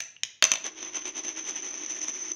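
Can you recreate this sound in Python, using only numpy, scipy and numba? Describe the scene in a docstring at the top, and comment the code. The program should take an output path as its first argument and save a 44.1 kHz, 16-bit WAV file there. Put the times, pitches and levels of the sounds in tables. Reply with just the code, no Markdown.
"""A small, quiet room; one microphone close to a hollow wooden game board, where a cat paws a checker.
First comes a clack, then two light taps, with soft thuds of the paw on the wood. At 0.42 s the checker
drops and bounces, each landing ringing the board and the checker's own high note. From 0.6 s it rolls
round on its rim, chattering over the grain and wobbling faster and faster, until it stops near 2.3 s.
Nearby surfaces and the room's short tail answer throughout."""
import sys
import numpy as np
from scipy import signal
from scipy.fft import rfft, irfft
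from scipy.io import wavfile
from numba import njit

SR = 44100
rng = np.random.default_rng(int(sys.argv[2]) if len(sys.argv) > 2 else 0)


def transcribe(u):
    """Save the signal u as a 16-bit wav file named by the first command-line argument.

    u: samples, shape (n,) or (channels, n), limited to [-1, 1]; the rate is SR.
    q: integer samples, one column per channel.
    """
    v = np.clip(np.atleast_2d(u).T, -1, 1)
    q = np.round(v * 32767).astype(np.int16)
    wavfile.write(sys.argv[1], SR, q)


N = 103635
ROLL_START_S, ROLL_STOP_S = 0.6, 2.325

# modes of the checker (frequency [Hz], gain [dB], t60 [s])
CHECKER_MODES = [(6340, -24.5, 0.042), (6095, -2, 0.024), (6227, -20, 0.053), (6040, -31.5, 0.0027),
                 (8900, -46.5, 0.0027)]
# spectrum of the rolling rim's push on the wood (frequency [Hz], gain [dB])
RIM_PUSH = [(30, -38), (150, 14), (310, -1), (420, 13.5), (600, 1.5), (1300, -15.5), (2000, 0), (2500, -7),
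            (3500, -18), (4600, -35), (6500, -36), (8500, -51), (16000, -74)]


def undb(db):
    """Decibels to gain."""
    return 10 ** (np.asarray(db) / 20)


def on_log(hz, points, values):
    """Straight lines on a log-frequency axis."""
    return np.interp(np.log(np.maximum(hz, 1)), np.log(points), values)


def colour(x, points, size=4096):
    """Minimum-phase filter with a gain curve of (frequency [Hz], gain [dB]) points."""
    hz, db = np.array(points).T
    gain = undb(on_log(np.fft.rfftfreq(size, 1 / SR), hz, db))
    cepstrum = irfft(np.log(gain))
    cepstrum[1:size // 2] *= 2
    cepstrum[size // 2 + 1:] = 0
    return signal.fftconvolve(x, irfft(np.exp(rfft(cepstrum))))[:len(x)]


def fade(t60):
    """Gain per sample of a decay that loses 60 dB in t60 seconds."""
    return np.exp(-np.log(1000) / (t60 * SR))


def ring(x, hz, t60):
    """One damped mode driven by x."""
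    pole = fade(t60) * np.exp(2j * np.pi * hz / SR)
    return signal.lfilter([1], [1, -pole], x + 1e-18).imag


def pulses(times, sizes):
    """A train of instant blows."""
    out = np.zeros(N)
    np.add.at(out, np.clip((times * SR).astype(int), 0, N - 1), sizes)
    return out


def burst(force, t60):
    """A short noisy ring after each blow, standing for many quickly damped modes."""
    energy = signal.lfilter([1], [1, -fade(t60) ** 2], force ** 2 + 1e-18)
    return np.sqrt(energy) * rng.choice([-1, 1], N)


@njit
def moving_band(x, hz, width_hz):
    """State-variable band-pass whose centre follows hz."""
    y, band_state, low_state = np.empty(len(x)), 0., 0.
    for i in range(len(x)):
        step, damping = np.tan(np.pi * hz[i] / SR), width_hz / hz[i]
        band = (band_state + step * (x[i] - low_state)) / (1 + step * (step + damping))
        band_state = 2 * band - band_state
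        low_state += 2 * step * band
        y[i] = damping * band
    return y


def board(force):
    """The hollow board rings in its modes, which alternate in polarity."""
    # modes of the board (frequency [Hz], gain [dB], t60 [s])
    modes = [(317, -39.5, 0.16), (381.6, -25, 0.034), (593.5, -19.5, 0.038), (639, -15, 0.029),
             (1001, -19.5, 0.029), (1836, -13.5, 0.048), (2198, -9, 0.022), (2360, -7.5, 0.025),
             (2670, -2, 0.019), (3234, -10, 0.047), (3507, -0.5, 0.0067), (3630, -2.5, 0.019),
             (4203, -4, 0.0054), (5590, -10.5, 0.004)]
    return sum((-1) ** k * undb(db) * ring(force, hz, t60) for k, (hz, db, t60) in enumerate(modes))


def clacks(landings):
    """Each landing cracks sharply and shares its energy between board and checker."""
    # spectrum of a landing's short push (frequency [Hz], gain [dB])
    blow_colour = [(30, -32), (150, -2), (350, -4.5), (600, 2.5), (1100, -3.5), (2000, -3.5), (4000, 2),
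                   (6800, 3.5), (8500, 1), (16000, -17)]
    # spectrum of a hard contact (frequency [Hz], gain [dB])
    crack_colour = [(30, -26), (150, -14), (600, -6), (2500, 4), (4500, -2.5), (6600, 2.5), (8000, -21),
                    (10500, -15), (14000, -30.5), (16500, -25)]
    at, board_db, checker_db, crack_db = np.array(landings).T
    wood = board(pulses(at, undb(board_db - 6)))
    blow = pulses(at, undb(checker_db - 2))
    checker = sum(undb(db) * ring(blow, hz, t60) for hz, db, t60 in CHECKER_MODES)
    crack = burst(pulses(at, undb(crack_db - 3)), t60=0.014)
    return colour(wood + checker, blow_colour) + colour(crack, crack_colour)


def paw_thuds():
    """The soft paw lands on the board with a low thud."""
    # touches of the paw (time [s], level [dB])
    touches = [(0.004, -58.5), (0.23, -56)]
    at, db = np.array(touches).T
    return ring(pulses(at, undb(db)), hz=118, t60=0.11)


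def taps():
    """The pawed checker clicks thinly: a brief note, a bright snap and a light knock of the board."""
    # light taps (time [s], note level [dB], note pitch [Hz], snap level [dB])
    touches = [(0.1654, -33, 2840, -72), (0.2341, -21.5, 2490, -3)]
    # a touch through the soft paw has little treble (frequency [Hz], gain [dB])
    soft_colour = [(30, -21), (1000, -8.5), (2900, -1.5), (5000, -4), (8000, -22), (16000, -33)]
    # spectrum of a light snap (frequency [Hz], gain [dB])
    snap_colour = [(30, -37), (300, -55), (700, -39), (1050, -15), (1500, -21), (2700, -3), (3700, -0.5),
                   (4700, -10.5), (6200, 8.5), (7000, -6.5), (7900, -28), (9100, -10), (11000, -32.5),
                   (16000, -43)]
    at, _, _, snap_db = np.array(touches).T
    notes = sum(ring(pulses(np.array([s]), undb(db)), hz, t60=0.014) for s, db, hz, _ in touches)
    knock = ring(pulses(at, undb(snap_db - 30)), hz=1028, t60=0.0084)
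    snap = burst(pulses(at, undb(snap_db)), t60=0.0089)
    return colour(notes, soft_colour) + knock + colour(snap, snap_colour)


def wobble(t, stop_fade_s=0.0033, lag_turns=0.036):
    """How hard the rim presses, and the swing (0-1) of its contact point, once round per wobble."""
    # hardest contact of each wobble (time [s], level [dB], half length [s])
    wobbles = [(0.664, 1, 0.015), (0.785, -6.5, 0.016), (0.848, -5.5, 0.039), (0.874, -31, 0.024),
               (0.963, 0, 0.022), (1.021, -7, 0.0076), (1.075, 0.5, 0.02), (1.18, 0, 0.022),
               (1.249, -0.5, 0.012), (1.293, -2, 0.024), (1.385, -1, 0.022), (1.486, 0.5, 0.029),
               (1.572, -0.5, 0.021), (1.647, -2.5, 0.026), (1.678, -3, 0.017), (1.712, -7, 0.016),
               (1.75, -5, 0.016), (1.781, -6, 0.024), (1.832, -3.5, 0.026), (1.908, 0, 0.024),
               (1.971, -2, 0.021), (2.037, 0, 0.019), (2.088, 0.5, 0.014), (2.161, -3, 0.019),
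               (2.21, -2.5, 0.0079), (2.251, -6.5, 0.017), (2.275, -6.5, 0.047)]
    between = undb(np.interp(t, [ROLL_START_S, ROLL_STOP_S], (-33.5, -7)))
    swell_power = sum(undb(db) ** 2 * np.exp(-((t - s) / half) ** 2) for s, db, half in wobbles)
    gate = (t > ROLL_START_S) * np.clip((ROLL_STOP_S - t) / stop_fade_s, 0, 1)
    press = np.sqrt(between ** 2 + swell_power) * gate
    turn_times = np.append(np.array(wobbles)[:, 0], ROLL_STOP_S)
    turns = np.interp(t, turn_times, np.arange(len(turn_times)))
    return press, .5 + .5 * np.sin(2 * np.pi * (turns - lag_turns))


def chatter(ticks_per_s=1300, scatter_db=3.0):
    """Uneven ticks of the rim on the wood grain."""
    count = int(N / SR * ticks_per_s)
    slip, size, side = rng.standard_normal((count, 3)).T
    at = (np.arange(count) + slip / 2) / ticks_per_s
    return pulses(at, undb(scatter_db * np.clip(size, -2, 2)) * np.sign(side))


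def checker_ring(ticks, bumps, press, swing, age):
    """The rim excites the checker's modes and a gliding ring that grows as the checker flattens."""
    # share of the rolling ticks that reaches the checker's modes (frequency [Hz], gain [dB])
    rim_contact = [(30, -49), (2000, -16), (4600, -11.5), (5600, 1), (6300, 0.5), (7200, -12.5),
                   (8300, -24.5), (9700, -3.5), (11500, -17), (16000, -29)]
    modes = sum(undb(db) * ring(ticks * press * rng.uniform(0, 1.74, N) + bumps, hz, t60)
                for hz, db, t60 in CHECKER_MODES)
    glide = moving_band(chatter() * press, hz=5727 + 590 * swing, width_hz=160.)
    return colour(modes * undb(-34.5 + 0.77 * age) + glide * undb(-22.5 + 9 * age), rim_contact)


def wood_rattle(force, age, fall_db_per_s=3.5):
    """The board rings grittily under the rim, responding less as the checker leans over."""
    # spectrum of the rim's grit (frequency [Hz], gain [dB])
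    grit_colour = [(30, -27.5), (120, -23.5), (220, -4), (330, 8.5), (500, -1), (800, 3), (1500, 2),
                   (2000, 3.5), (3300, 7), (4500, -6), (6100, -1), (8200, -47), (9800, -42), (12000, -71),
                   (16000, -54)]
    body = undb(-43) * board(colour(force, RIM_PUSH))
    grit = undb(-36.5) * colour(burst(force, t60=0.0092), grit_colour)
    return (body + grit) * undb(-fall_db_per_s * age)


def wood_knocks(press, swing, age, rise_db_per_s=2):
    """Wood resonances rise and fall as the contact point goes round."""
    # shifting resonances (lowest centre [Hz], sweep [Hz], width [Hz], gain [dB])
    bands = [(1840, 600, 94, -15.5), (2560, 300, 110, -32), (3044, 730, 53, -15.5)]
    force = colour(chatter() * press, RIM_PUSH)
    knocks = sum(undb(db) * moving_band(force, hz + sweep * swing, float(width))
                 for hz, sweep, width, db in bands)
    return knocks * undb(rise_db_per_s * age)


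def board_drum(ticks, press, hz=339, t60=0.03):
    """The hollow board drums under the rolling weight, only loosely following the pressure."""
    drum = ring(ring(ticks * press ** 0.26, hz, t60), hz, t60)
    return undb(-56) * drum / drum.std()


def rim_fizz(ticks, press):
    """A fine fizz that comes out only at the hardest contacts."""
    # spectrum of the fizz (frequency [Hz], gain [dB])
    fizz_colour = [(30, -30), (5000, -3), (7000, 14), (8500, -5), (9600, 2.5), (10900, -4), (12500, -25),
                   (16000, -32)]
    return undb(-51.5) * colour(burst(ticks * press ** 4.8, t60=0.0042), fizz_colour)


def rolling():
    """The rim chatters over the grain, harder once in each wobble, and strikes bumps on its way."""
    # bumps under the rim (time [s], level over an ordinary tick [dB])
    bump_hits = [(0.6420, 10), (0.6649, 17), (0.8060, 0), (0.8280, 11.5), (0.9355, -1), (0.9694, 12.5),
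                 (1.0543, 9.5), (1.1678, 1), (1.2820, 10.5), (1.3652, 2), (1.559, 6), (1.7410, 10.5),
                 (1.8620, 11.5), (2.0160, 10.5), (2.0827, 14), (2.3170, 11)]
    t = np.arange(N) / SR
    age = t - ROLL_START_S
    press, swing = wobble(t)
    ticks = chatter()
    bump_at, bump_db = np.array(bump_hits).T
    bumps = pulses(bump_at, undb(bump_db))
    checker = checker_ring(ticks, bumps, press, swing, age)
    wood = wood_rattle(ticks * press + undb(-2.5) * bumps, age)  # bumps drive the board less
    return checker + wood + wood_knocks(press, swing, age) + board_drum(ticks, press) + rim_fizz(ticks, press)


def reflections(x):
    """Nearby surfaces return a few echoes to the microphone."""
    # early echoes (delay [s], gain [dB])
    echoes = [(.0035, -17), (.0075, -17.5), (0.0164, -17.5), (.024, -25.5)]
    # tone of the echoes (frequency [Hz], gain [dB])
    echo_colour = [(100, 3), (2500, -0.5), (6300, 2), (9000, -24), (16000, -10)]
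    delay, db = np.array(echoes).T
    response = colour(pulses(delay, undb(db))[:SR], echo_colour)
    return signal.fftconvolve(x, response)[:N]


def room(x, build_s=0.0033):
    """The small room's diffuse tail, which dies soonest around 10 kHz."""
    # bands of the tail (frequency [Hz], gain [dB], t60 [s])
    bands = [(98, -7.5, .4), (493, -6, .38), (2680, -10, 0.45), (6100, -12, 0.44), (9900, -18, 0.16),
             (16000, -13, 0.35)]
    t = np.arange(SR) / SR
    centres, freqs = np.array(bands)[:, 0], np.fft.rfftfreq(SR, 1 / SR)
    spectrum = rfft(rng.standard_normal(SR))
    response = np.zeros(SR)
    for share, (_, db, t60) in zip(np.eye(len(bands)), bands):
        noise = irfft(spectrum * on_log(freqs, centres, share))
        envelope = fade(t60) ** (t * SR) * (1 - np.exp(-t / build_s))
        response += undb(db) * noise * envelope / np.linalg.norm(envelope)
    return signal.fftconvolve(x, response)[:N]


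def scene():
    """Clacks, taps and the roll reach the microphone over faint room tone."""
    # landings (time [s], board drive [dB], checker drive [dB], crack drive [dB])
    landings = [(0.0042, -24.5, -25.5, -16), (0.4244, -0.5, -27, 1), (0.4406, -24, -4, -5.5),
                (0.452, -14, -11, -15), (0.5170, -8.5, -6.5, -6), (0.5373, -22.5, -22, -13),
                (0.556, -18, -27, -22.5), (0.5723, -24.5, -73, -46)]
    # an opening clack heard only as the room's tail (columns as in landings)
    tail_only = [(0.0, -19.5, -11, -14)]
    # spectrum of the room tone (frequency [Hz], gain [dB])
    air_colour = [(30, -15), (70, -6), (110, 0), (300, -8), (1000, -14), (4000, -22), (8000, -39),
                  (16000, -53)]
    air = colour(rng.standard_normal(N), air_colour)
    direct = paw_thuds() + taps() + clacks(landings) + rolling()
    tail = room(direct + clacks(tail_only))
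    return (direct + reflections(direct) + tail + undb(-75) * air / air.std())[None]


def record(dry, top_hz=16200):
    """The microphone clips at full scale and cuts the top."""
    low_pass = signal.ellip(8, .2, 70, top_hz, fs=SR, output="sos")
    return signal.sosfilt(low_pass, np.clip(dry, -1, 1))


dry = scene()
out = record(dry)
transcribe(out)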